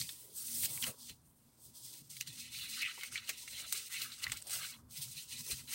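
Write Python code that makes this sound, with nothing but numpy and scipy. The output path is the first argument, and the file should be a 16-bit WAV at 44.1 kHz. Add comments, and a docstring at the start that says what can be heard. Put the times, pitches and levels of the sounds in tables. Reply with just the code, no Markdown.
"""At a cloth-covered table in a quiet room, a paper sheet is slid, pinched at one corner and folded back,
close to the microphone. Random fibre catches excite the drag's hiss, resonances of the bent sheet, its flap
and a dull rub through the cloth; creases snap as decaying pops and the fold creaks in stick and slip.
Fingers press dull puffs from the cloth, the table top hums in three low modes under the hand,
short reverberation follows the paper, and shaped noise and a faint whirr make the room."""
import sys
import numpy as np
from scipy import signal
from scipy.fft import rfft, irfft, next_fast_len
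from scipy.io import wavfile

SR = 44100
rng = np.random.default_rng(int(sys.argv[2]) if len(sys.argv) > 2 else 0)


def digitize_waveform(pressure):
    """Quantize a signal to 16-bit integers and store it at the path in sys.argv[1].

    Rows of a 2-D input are taken as channels; values are limited to [-1, 1].
    """
    field = np.atleast_2d(pressure).T
    bounded = np.clip(field, -1, 1)
    quanta = np.round(bounded * 32767).astype(np.int16)
    wavfile.write(sys.argv[1], SR, quanta)


def gain_from_db(level_db):
    """Turn a decibel level (scalar or array-like) into a linear amplitude factor."""
    decades = np.asarray(level_db, float) / 20
    return 10 ** decades


N = 253520  # samples

# resonances of the bent sheet: (frequency [Hz], width [Hz], relative level [dB])
SHEET_MODES = [(2000, 120, -4), (2210, 90, 0), (2560, 90, -1), (2860, 90, -4), (3080, 150, -5),
               (3460, 120, -6), (4030, 140, -1)]


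def rms_one(x):
    """Normalisation: equal mean power makes a later gain the rms level."""
    return x / np.sqrt(np.mean(x ** 2) + 1e-20)


def in_time(rows):
    """Linear interpolation: each column of a table becomes one value per sample."""
    s, *columns = np.transpose(rows)
    return [np.interp(np.arange(N) / SR, s, c) for c in columns]


def colour(x, spectrum):
    """Linear filtering by a smooth spectrum, interpolated over log frequency; rms 1."""
    size = next_fast_len(N)
    hz, db = np.transpose(spectrum)
    log_hz = np.log(np.fft.rfftfreq(size, 1 / SR) + 1)
    gain = gain_from_db(np.interp(log_hz, np.log(hz), db))
    return rms_one(irfft(rfft(x, size) * gain, size)[:N])


def band(x, low_hz, high_hz):
    """Band limitation by a steep Butterworth band-pass; rms 1."""
    sos = signal.butter(4, [low_hz, high_hz], "band", fs=SR, output="sos")
    return rms_one(signal.sosfilt(sos, x))


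def high_pass(x, hz):
    """Second-order attenuation below the corner."""
    return signal.sosfilt(signal.butter(2, hz, "high", fs=SR, output="sos"), x)


def resonate(x, hz, width_hz):
    """Damped resonance: a pole pair whose radius sets the bandwidth, with about unit gain at its peak."""
    r = np.exp(-np.pi * width_hz / SR)
    poles = [1, -2 * r * np.cos(2 * np.pi * hz / SR), r * r]
    return signal.lfilter([(1 - r * r) / 2, 0, (r * r - 1) / 2], poles, x)


def drift(rate_hz):
    """Random fluctuation: white noise through two equal slow poles, one value per 40 samples; spread 1."""
    r = np.exp(-80 * np.pi * rate_hz / SR)
    noise = rng.standard_normal(N // 40 + 2002)
    slow = signal.lfilter([1], [1, -2 * r, r * r], noise)[2000:]  # settled part
    return np.interp(np.arange(N) / 40, np.arange(len(slow)), rms_one(slow))


def fibres(per_s, spread_db, clump_db):
    """Impulsive friction: random catches of uneven size and either sign, whose strength comes in clumps."""
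    sizes = gain_from_db(spread_db * np.minimum(rng.exponential(1, N), 5)) * rng.choice([-1, 1], N)
    caught = rng.random(N) < per_s / SR
    return sizes * caught * gain_from_db(clump_db * drift(17.0))


def body(x, modes, low_hz, high_hz, spill_db, tilt_db=0):
    """Modal superposition: wandering resonances over a broad flutter, dark outside the band; rms 1."""
    middle = np.sqrt(low_hz * high_hz)
    rings = 0
    for k, (hz, width_hz, db) in enumerate(modes):
        gain = gain_from_db(db + tilt_db * np.log2(hz / middle) + 3 * drift(15.0))
        rings = rings + (-1) ** k * gain * resonate(x, hz, width_hz)  # alternating polarity
    lower = gain_from_db(-tilt_db / 3) * band(x, low_hz, middle)
    upper = gain_from_db(tilt_db / 3) * band(x, middle, high_hz)
    return band(rms_one(rings) + gain_from_db(spill_db) * rms_one(lower + upper), low_hz, high_hz)


def crackle(low_hz, high_hz, per_s):
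    """Buckling: tiny impulses are dealt among 14 narrow resonances, each ringing at its pitch; rms 1."""
    ticks = fibres(per_s, spread_db=3, clump_db=2)
    dealt = rng.integers(0, 14, N)
    pitches = np.geomspace(low_hz, high_hz, num=14)
    return rms_one(sum(resonate(ticks * (dealt == k) + 1e-18, hz, hz / 95.0) for k, hz in enumerate(pitches)))


def drag_hiss(top_db):
    """Friction noise: dense catches excite a broad spectrum and the free edge, with small buckles."""
    # spectrum of the drag: (frequency [Hz], relative level [dB])
    drag_spectrum = [(1470, -67), (2300, -32.5), (3220, -4.5), (3530, -2.5), (3820, -4.5), (4880, 1),
                     (7330, -0.5), (8110, 3.5), (10600, -7), (15100, -11.5), (15700, -6.5)]
    # bright resonances of the free edge: (frequency [Hz], width [Hz], relative level [dB])
    edge_modes = [(4600, 47, 7.5), (6500, 35, 4.5), (7200, 200, -28), (8000, 240, 13.5), (8450, 1100, 6),
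                  (8800, 680, 7.5)]
    catches = fibres(18000, spread_db=-4.5, clump_db=2.0)
    edge = body(catches, edge_modes, 4980, 9800, spill_db=-9.0)
    hiss = colour(catches, drag_spectrum) + gain_from_db(-12.0) * edge
    top = high_pass(hiss, 10500)
    low = signal.sosfilt(signal.butter(2, 5500, "low", fs=SR, output="sos"), hiss)
    patchy_db = 2  # the low part and the top waver separately
    hiss = hiss + (gain_from_db(top_db + patchy_db * drift(5.3)) - 1) * top
    hiss = hiss + (gain_from_db(patchy_db * drift(3.2)) - 1) * low
    return hiss + gain_from_db(-10.5) * crackle(4500, 12000, 610) + gain_from_db(-27.0) * crackle(1100, 4200, 700)


def bent_sheet(tilt_db):
    """Forced plate resonance: fibre catches ring the sheet modes, tilted in level over frequency."""
    catches = fibres(8000, spread_db=1.5, clump_db=2.0)
    ring = body(catches, SHEET_MODES, 1750, 4700, spill_db=-5, tilt_db=tilt_db)
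    return ring + gain_from_db(-5.0) * crackle(2030, 4490, 430)


def flap():
    """Band-limited excitation: strongly clumped catches drive the sheet's lower range."""
    return band(fibres(4000, spread_db=4.0, clump_db=5.0), 1203, 1667)


def cloth_rub():
    """Damped transmission: catches sound through dull resonances of the covered top."""
    # dull resonances of the covered top: (frequency [Hz], width [Hz], relative level [dB])
    cloth_modes = [(304, 22, 13), (400, 42, 6.5), (467, 57, -17), (636, 14, 2.5), (920, 64.6, -18.5),
                   (999, 53, 12)]
    catches = fibres(4000, spread_db=1.5, clump_db=4.0)
    return body(catches, cloth_modes, 244, 1240, spill_db=-4.0, tilt_db=2 * drift(0.13))


def rustle():
    """Source and resonator: the hand's strokes drive hiss, bent sheet, flap and the dull rub together."""
    # strokes of the hand on the paper, one curve each:
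    # (time [s], drag level [dB], ring of the bent sheet against the drag [dB])
    strokes = [
        [(0.0, -39.5, -12), (0.014, -42, -10), (0.038, -49.5, -8.5), (0.082, -50.5, -19), (0.09, -49, -15),
         (0.266, -58, -20.5), (0.34, -57, -25)],
        [(0.35, -53, -26), (0.382, -47.5, -22), (0.422, -49, -17.5), (0.596, -41.5, -20.5), (0.625, -40.5, -16),
         (0.644, -38, -10.5), (0.675, -44.5, -20), (0.706, -40.5, -20), (0.81, -45.5, -20)],
        [(0.8245, -41, -19), (0.826, -48, -8), (0.84, -47.5, 7.5), (0.852, -44, -10), (0.88, -44.5, -3),
         (0.96, -64, -19)],
        [(0.97, -64.5, -38), (0.992, -56.5, -22), (1.016, -51.5, -33), (1.086, -51.5, -11.5), (1.096, -51, 1),
         (1.182, -77, -22), (1.25, -78, -13)],
        [(1.45, -75.5, -13), (1.562, -73.5, -14), (1.584, -66, -22), (1.59, -67.5, -29), (1.664, -57.5, -23),
         (1.72, -65.5, -20)],
        [(1.73, -65.5, -21), (1.758, -54.5, -26), (1.832, -53.5, -35), (1.854, -49.5, -19), (1.92, -55.5, -21),
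         (1.94, -51, -14), (2.012, -57, -15), (2.028, -68, -15), (2.08, -61, -26)],
        [(2.09, -69.5, -16), (2.102, -48.5, -21), (2.165, -57.5, -6), (2.168, -47.5, 0), (2.198, -56, -39),
         (2.206, -49, -2), (2.26, -65.5, -2)],
        [(2.27, -54.5, -4), (2.28, -46.5, -8), (2.31, -55.5, -6), (2.4, -50.5, -6.5), (2.456, -56, -3.5),
         (2.484, -53.5, -1.5), (2.5, -57, -2)],
        [(2.51, -58.5, 1), (2.546, -47.5, 0.5), (2.668, -51, 0.5), (2.712, -45, -6.5), (2.824, -45, 4),
         (2.85, -55, -5), (2.885, -53.5, 5.5), (2.92, -51.5, 2)],
        [(2.93, -53, -2.5), (3.033, -52.5, -3), (3.035, -46.5, -0.5), (3.056, -51.5, -4), (3.088, -56, -0.5),
         (3.1, -58.5, -8)],
        [(3.11, -60.5, -1), (3.12, -50, -4.5), (3.144, -44, -7.5), (3.16, -49.5, 4.5), (3.196, -57, 9),
         (3.212, -59.5, 0.5), (3.25, -56.5, 4)],
        [(3.26, -59, 1), (3.2905, -42.5, -3), (3.293, -41, -1), (3.312, -49.5, -2.5), (3.366, -58.5, -1),
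         (3.378, -50, -8), (3.475, -54, -6.5), (3.478, -47.5, -1.5), (3.495, -53.5, -5.5), (3.6, -45.5, -1)],
        [(3.61, -47.5, -1.5), (3.654, -53, 1), (3.7245, -45.5, -12), (3.726, -46, -16), (3.746, -44, -4),
         (3.884, -51, -7), (3.89, -61, -10.5)],
        [(3.9, -51.5, -5.5), (3.936, -42, -5.5), (4.01, -46, -2), (4.016, -42.5, -3.5), (4.082, -51.5, -4.5),
         (4.172, -59, -4), (4.2, -52.5, -3.5)],
        [(4.21, -60.5, -1), (4.237, -40.5, -2.5), (4.241, -44, -4.5), (4.264, -58, 5.5), (4.318, -53.5, -5.5),
         (4.32, -42.5, 2), (4.336, -50, -7.5), (4.37, -53, -2), (4.373, -52, -1.5), (4.415, -60.5, -11),
         (4.46, -59.5, -13)],
        [(4.47, -54.5, -14), (4.538, -40.5, -8.5), (4.56, -42.5, -12), (4.582, -48, -7.5), (4.642, -43, -4.5),
         (4.7, -48, -13), (4.744, -58, 4.5), (4.83, -79, -32)],
        [(4.88, -80.5, -20), (4.91, -53.5, -22), (4.955, -51, -11.5), (4.972, -43, -13.5), (5.005, -48, -16),
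         (5.026, -40.5, -16), (5.06, -53, -10), (5.136, -54.5, -10), (5.184, -48, -3), (5.27, -60, -9)],
        [(5.28, -55.5, -6), (5.33, -47, -2.5), (5.365, -51, -5), (5.405, -45, -10.5), (5.435, -53, -13),
         (5.465, -45, -10.5), (5.49, -43.5, -15), (5.515, -38.5, -3.5), (5.56, -51, -12), (5.604, -50.5, -4.5),
         (5.63, -61.5, -13)],
        [(5.64, -59, -12), (5.67, -56.5, -22), (5.678, -53, -4), (5.73, -40.5, -6), (5.749, -39, -1.5)],
    ]
    # shape of the paper, flat at first, then pinched: (time [s], extra level of the top [dB],
    # tilt of the sheet resonances [dB per octave], dull rub at mean drag [dB], extra flap level [dB])
    paper_shape = [(0, 8.5, 1.5, -72, 2), (.4, 11, 5, -77.5, 12.5), (.6, 12.5, -0.5, -87, 3),
                   (.8, 11, -4, -70, 8.5), (1.1, 6, 9.5, -84, -3.5), (1.3, 16, -0.5, -79.5, 9),
                   (1.6, 10, -1.5, -75, 14), (2.1, 5, 6, -78, -6), (2.6, 3, 10, -89, -4.5),
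                   (3.05, 1.5, -10, -80, 6), (3.4, 1.5, 6, -79, -3.5), (3.9, 7, 2.5, -86, 4.5),
                   (4.6, 5.5, 0, -76, 9.5), (5.2, 7.5, 11.5, -84, -4), (5.75, 7, -2, -76, 4.5)]
    hiss_db, bend_db = in_time([point for stroke in strokes for point in stroke])
    top_db, tilt_db, rub_db, loose_db = in_time(paper_shape)
    sheet_db = hiss_db + bend_db
    flap_db = sheet_db - 17 + loose_db + 2.5 * drift(0.3)  # follows the bent sheet, wavering
    # the dull rub follows 0.4 of the drag's swing in dB
    rub_db = rub_db + 0.4 * (hiss_db - hiss_db.mean()) + 2.5 * drift(11.0)
    paper = gain_from_db(hiss_db) * drag_hiss(top_db) + gain_from_db(sheet_db) * bent_sheet(tilt_db)
    return paper + gain_from_db(flap_db) * flap() + gain_from_db(rub_db) * cloth_rub()


def swells(rows):
    """Energy addition: rows rise and fade about their moments and sum in power, one gain per level column."""
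    t = np.arange(0, N + 40, 40) / SR
    rows = np.array(rows)
    pace_s = np.maximum(rows[:, 1:2], .03)
    shape = gain_from_db(-20 * np.abs((t - rows[:, :1]) / pace_s) ** 1.5)
    gains = [np.sqrt(gain_from_db(2 * db) @ shape ** 2) for db in rows[:, 2:].T]
    return [np.interp(np.arange(N) / SR, t, gain) for gain in gains]


def table():
    """Modal vibration: the weight of the hand keeps three low modes of the top humming unevenly."""
    # modes of the table top: (frequency [Hz], width [Hz])
    table_modes = [(70, 46), (128, 23.8), (237, 25.3)]
    # the hand leans on the table: (time [s], time to rise or fade 20 dB, held to 0.03 or more [s],
    # low mode [dB], middle mode [dB], upper mode [dB])
    lean_rows = [(0, 0.09, -59, -53.5, -62.5), (.4, 1.1, -80, -73.5, -92), (.52, 0.3, -80, -80, -75),
                 (.56, 0.17, -80, -77, -60), (.6, 0.1, -66, -60, -80), (.645, -0.07, -56, -55.5, -64.5),
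                 (.71, -0.1, -72.5, -53.5, -84), (.77, -0.19, -66, -54.5, -65), (.84, -0.27, -68, -54, -56),
                 (0.889, 0, -57, -50, -55), (1.06, 0.17, -85, -82, -69), (1.12, 0.03, -59.5, -62.5, -66),
                 (1.26, 0.5, -77, -73.5, -81), (1.48, 0.05, -81, -84, -70), (1.7, .1, -73, -68.5, -71.5),
                 (1.86, 0.04, -72, -65, -74), (2.02, 0, -64, -66, -64), (2.2, 0.58, -84, -66, -90),
                 (2.3, 0, -76, -55, -69), (2.4, 0.16, -85, -89, -64.5), (2.59, 0.22, -68, -68, -75),
                 (2.752, 0.13, -93, -83, -62.5), (2.85, 0, -73, -66, -92), (3.1, -0.05, -72, -68, -65.5),
                 (3.135, 0.05, -62, -72, -80), (3.22, -0.06, -68, -70, -76), (3.3, 1.5, -83, -83, -80),
                 (3.45, 0.5, -82, -85, -89), (3.54, 0, -70, -65, -71), (3.65, 0.3, -71.5, -78, -84),
                 (4.05, 0.16, -84, -67, -67.5), (4.31, 0.11, -55, -66.5, -67.5),
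                 (4.58, 0.17, -71, -64, -97), (4.81, 0.15, -68, -70, -65), (4.86, 0.1, -63, -67, -77),
                 (4.93, -0.4, -75, -66, -72), (5.0, -0.04, -67, -52.5, -76), (5.08, 0.07, -74, -56.5, -78),
                 (5.17, -0.37, -69, -59, -73), (5.3, 0.3, -73, -78, -80), (5.35, -0.14, -63, -60.5, -63),
                 (5.41, -0.19, -75, -55.5, -60), (5.535, -0.06, -51.5, -57, -61.5),
                 (5.575, 0.2, -75, -61.5, -77), (5.635, 0.05, -62, -69, -65.5), (5.7, 0, -77, -80, -67)]
    # hum of each mode between leans: (level [dB])
    rest_levels = [-84, -88, -92]
    out = 0
    for (hz, width_hz), lean, rest_db in zip(table_modes, swells(lean_rows), rest_levels):
        hum = rms_one(resonate(resonate(rng.standard_normal(N), hz, width_hz), hz, 3 * width_hz))
        strength = np.abs(signal.hilbert(hum, next_fast_len(N))[:N]) + .2
        steadied = rms_one(hum / strength ** 0.8)  # exponent 1 would flatten the envelope most
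        out = out + (lean + gain_from_db(rest_db)) * steadied
    return out


def room_air():
    """Stationary noise: white noise takes the spectrum of the quiet room."""
    # spectrum of the room: (frequency [Hz], relative level [dB])
    room_spectrum = [(20, -50), (60, -15.5), (130, -15.5), (200, -11), (350, -18), (600, -22), (1250, -25),
                     (1900, -32), (3500, -37), (6900, -39), (8300, -31), (16000, -29.5)]
    return gain_from_db(-73) * colour(rng.standard_normal(N), room_spectrum)


def whirr():
    """Narrow-band noise: two resonances in series at one pitch, faint and slightly wavering."""
    hz, level_db = 959, -89
    tone = resonate(resonate(rng.standard_normal(N), hz, 110), hz, 200)
    return gain_from_db(level_db + 2 * drift(13.0)) * rms_one(tone)


def presses():
    """Damped contact: fingers on the cloth give dull puffs of grains, rising and fading exponentially."""
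    # fingers land on or press into the cloth: (time [s], time to rise 20 dB, held to 0.002 or more [s],
    # time to fade 20 dB, held to 0.002 or more [s], level [dB], centre of the dull puff [Hz])
    press_rows = [(0.002, -3, 0.03, -65, 413), (0.298, 0.1, 0.1, -66, 402), (0.655, 0.16, 0.24, -64, 593),
                  (0.734, -0.5, 0.44, -63, 890), (0.776, -0.3, -0.04, -56, 990),
                  (0.838, .004, 0.06, -50, 1100), (0.8672, .002, 0.012, -51, 1000),
                  (.872, .015, .08, -53, 520), (1.0, .003, 0.3, -75, 800), (1.1, .003, .04, -70, 450),
                  (2.977, .003, 0.04, -62, 950), (2.977, .003, .04, -65, 390), (3.012, .01, .03, -62, 1250),
                  (3.036, .01, .04, -59, 1150), (3.041, .01, 0.1, -68, 520),
                  (3.293, .004, 0.035, -51, 1250), (3.293, .004, 0.03, -53, 660),
                  (3.294, .004, 0.035, -53, 336), (3.61, 0.17, 0.2, -70, 600),
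                  (3.727, -0.5, 0.24, -69, 390), (3.999, -0.4, 0.1, -70, 397),
                  (4.268, 0.05, 0.04, -48.5, 1250), (4.322, -0.17, 0.03, -53, 900),
                  (4.57, 0.3, 0.17, -63.5, 620), (4.74, 0.1, 0.2, -67.5, 1010), (4.813, 0, 0.07, -66, 330),
                  (5.02, 0.14, 0.05, -70, 600), (5.425, -0.1, -0.4, -71, 400),
                  (5.526, 0.13, .01, -61.5, 400), (5.74, 0, 3, -55, 900)]
    out, t = np.zeros(N), np.arange(N) / SR
    grains = fibres(5000, spread_db=3, clump_db=3) + 1e-9
    for s, rise_s, fade_s, db, hz in press_rows:
        near = slice(max(round((s - .3) * SR), 0), round((s + .3) * SR))
        width_hz = 0.56 * hz
        puff = rms_one(resonate(resonate(grains[near], hz, width_hz), hz, width_hz))
        pace_s = np.maximum(np.where(t[near] < s, rise_s, fade_s), .002)
        out[near] += gain_from_db(db - 20 * np.abs(t[near] - s) / pace_s) * puff
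    return out


def crease_pops(rows):
    """Sudden release: strain ends in a click, a short pop and decaying noise at the crease's resonance."""
    # spectrum of the snaps' treble: (frequency [Hz], relative level [dB])
    treble_spectrum = [(1500, -40), (3000, -11), (5000, 1), (8200, 0), (11000, -7), (16000, -0.5)]
    noise = rng.standard_normal((3, N + 8000))
    treble = colour(noise[0, :N], treble_spectrum)
    crack = band(noise[1, :N], 1300, 6500)
    out, t = np.zeros(N), np.arange(-300, 4000) / SR
    after = np.maximum(t, 0)
    click = np.diff(np.exp(-(t / 0.00004) ** 2), prepend=0)
    for s, peak_db, hz, treble_db, t60_s in rows:
        at = round(s * SR) - 300 + np.arange(len(t))
        inside = (at >= 0) & (at < N)
        rise = 0.2 * np.exp(np.minimum(t, 0) / 0.0003)  # the crease strains first
        fall = gain_from_db(-60 * after / max(t60_s, .005)) + 0.35 * np.exp(-after / 0.00018)
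        shape = np.where(t < 0, rise, fall)
        patch = rms_one(resonate(resonate(noise[2, at + 300], hz, 0.13 * hz), hz, 0.46 * hz))
        cycles = hz * after
        # the pop swells in about a cycle and fades over a few
        pop = np.sin(2 * np.pi * cycles) * 1.6 * (1 - np.exp(-cycles / 0.9)) * np.exp(-cycles / 6)
        impact = 0.29 * pop + gain_from_db(treble_db + 4.0) * click
        at = at[inside]
        voice = gain_from_db(-12.5) * patch[inside] + gain_from_db(-21.5) * crack[at] + gain_from_db(treble_db) * treble[at]
        out[at] += gain_from_db(peak_db) * (shape[inside] * voice + impact[inside])
    return out


def knocked_sheet(rows):
    """Impulse response: each snap rings the sheet modes, less those far from its own pitch."""
    s, peak_db, own_hz = np.transpose(rows)[:3]
    chance_db = rng.normal(0, 2.63, (len(s), len(SHEET_MODES)))
    ring_db, far_db_per_octave = -2, 12
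    out = np.zeros(N)
    for (hz, width_hz, db), uneven_db in zip(SHEET_MODES, chance_db.T):
        far_db = far_db_per_octave * np.abs(np.log2(hz / own_hz))
        knocks = np.zeros(N)
        knocks[np.round(s * SR).astype(int)] = gain_from_db(peak_db + db + ring_db + uneven_db - far_db)
        ring = resonate(resonate(knocks + 1e-18, hz, 2.2 * width_hz), hz, .4 * hz)
        out += SR / (2 * np.pi * width_hz) * gain_from_db(-14) * ring  # narrow modes need more gain
    return out


def snaps():
    """Release of stored strain: yielding creases pop and knock the sheet resonances."""
    # creases giving way: (time [s], nominal peak [dB], resonance [Hz], relative treble [dB],
    # time to decay 60 dB, held to 0.005 or more [s])
    snap_rows = [(.0045, -39, 2480, -16, .02), (0.0134, -22.5, 4390, -40, 0.02),
                 (.0136, -35.5, 2220, -25, .02), (0.02, -34, 4120, -20, 0.04),
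                 (0.0916, -31.5, 3620, -20, 0.05), (.092, -41.5, 1850, -25, .04),
                 (0.483, -35, 3860, -14, 0.027), (0.656, -30.5, 2780, 0, 0.042),
                 (0.634, -33, 2170, 1, 0.033), (0.648, -29, 3560, -6.5, 0.012),
                 (0.776, -34.5, 2370, -25, 0.025), (0.8253, -22, 3080, -9, 0.028),
                 (0.8340, -30, 2420, -6, .02), (.8375, -23, 2390, -11, 0.02),
                 (0.8398, -27, 4180, -11, .015), (0.8418, -25, 2940, -20, 0.033),
                 (.866, -33, 3940, -12, .015), (0.8675, -31, 1910, -12, 0.015), (0.877, -39, 2000, -8, .02),
                 (1.096, -43, 3200, -5, 0.062), (1.937, -45, 6500, -7, 0.027),
                 (2.1043, -49, 8040, -9, 0.053), (2.1673, -41, 4000, -11, .03),
                 (2.208, -35, 5900, -10, .02), (2.2104, -27, 2740, -4.5, 0.015),
                 (2.2106, -33, 5930, -21, .03), (2.222, -37, 8350, -12, 0.03),
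                 (2.273, -35.5, 4380, -9, 0.055), (2.818, -33.5, 5960, -5, 0.046),
                 (3.011, -33.5, 3170, -13, 0.018), (3.034, -31, 2250, -5, 0.014),
                 (3.157, -26, 2250, -24, 0.072), (3.1768, -26, 3430, -45.5, 0.041),
                 (3.292, -22, 2340, -9, 0.059), (3.2965, -29.5, 2060, -23, 0.057),
                 (3.4774, -34, 2200, -32, 0.053), (3.7253, -19, 8000, -5, 0.022),
                 (3.731, -22, 8060, -27, 0.018), (3.7774, -28, 8700, -32, 0.071),
                 (4.018, -30.5, 4100, -4.5, 0.041), (4.119, -34, 4000, -31, 0.13),
                 (4.2397, -26.5, 4200, -13, 0.031), (4.2411, -25, 4340, -19, 0.015),
                 (4.2675, -21.5, 2020, -30, 0.01), (4.2787, -38, 2110, -6, .03),
                 (4.298, -31.5, 2190, -13, 0.025), (4.32, -23.5, 7900, -23, 0.015),
                 (4.3183, -27.5, 3430, -8, 0.012), (4.3215, -33, 2110, -20, .025),
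                 (4.331, -37, 3000, -4, 0.008), (4.3717, -31, 7860, -12, 0.03),
                 (4.4182, -33.5, 8900, -20, 0.015), (4.423, -34, 8450, -15, 0.023),
                 (4.4698, -35, 8350, -8, 0.027), (4.476, -35.5, 8450, -25, .032),
                 (4.496, -28.5, 8300, -15.5, 0.047), (4.507, -29, 8200, -8.5, 0.037),
                 (4.516, -27.5, 8600, -15.5, 0.059), (4.533, -27, 8600, -17, 0.03),
                 (4.9096, -49.5, 8100, -7, .03), (5.408, -33, 6230, -5, .015),
                 (5.5197, -26.5, 8800, -20, 0.04)]
    return high_pass(crease_pops(snap_rows) + knocked_sheet(snap_rows), 900)


def walls(x):
    """Diffuse reverberation: convolution with delayed, dull noise that dies away exponentially."""
    t60_s = 0.028
    t = np.arange(0.0048 * SR, .3 * SR) / SR
    noise = rng.standard_normal(len(t)) * gain_from_db(-60 * t / t60_s)
    tail = np.concatenate([np.zeros(int(.004 * SR)), signal.lfilter([.5], [1, -.4], noise)])
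    return signal.fftconvolve(x, tail / np.sqrt(np.sum(tail ** 2)))[:N]


def creak():
    """Stick-slip: uneven slips of the fold knock the lower sheet resonances, each slip in another mix."""
    # the fold creaks: (time [s], nominal slip rate [1/s], relative level [dB])
    creak_rows = [(2.815, 260, -49), (2.835, 300, -49), (2.852, 340, -46.5), (2.866, 264, -48),
                  (2.876, 260, -53), (2.886, 280, -64)]
    per_s, level_db = in_time(creak_rows)
    slip_count = np.floor(np.cumsum(per_s * gain_from_db(5.8 * drift(90))) / SR)
    slips = np.diff(slip_count, prepend=0)
    s = np.arange(N) / SR
    knocks = slips * gain_from_db(level_db) * (s > creak_rows[0][0]) * (s < creak_rows[-1][0])
    rings = 0
    for hz, width_hz, db in SHEET_MODES[:6]:
        uneven = knocks * rng.uniform(0.089, 1.87, N) + 1e-18
        rings = rings + gain_from_db(db) * resonate(uneven, hz, 1.19 * width_hz)
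    return 420 * resonate(resonate(rings, 2390, 770), 2400, 1200)  # the slip is a soft contact


def scene():
    """Superposition: paper and its reverberation, table hum, room air and whirr add linearly."""
    paper = rustle() + presses() + snaps() + creak()
    echo = gain_from_db(-16) * walls(paper)
    return (paper + echo + table() + room_air() + whirr())[None]


def band_limit(x):
    """A steep low-pass at the top of the band."""
    return signal.sosfilt(signal.butter(12, 17000, fs=SR, output="sos"), x)


def record(dry):
    """Band limitation: one microphone whose top is cut by a steep elliptic low-pass at 15850 Hz."""
    cut = signal.sosfilt(signal.ellip(10, .5, 70, 15850, fs=SR, output="sos"), dry)
    return band_limit(cut)


dry = scene()
out = record(dry)
digitize_waveform(out)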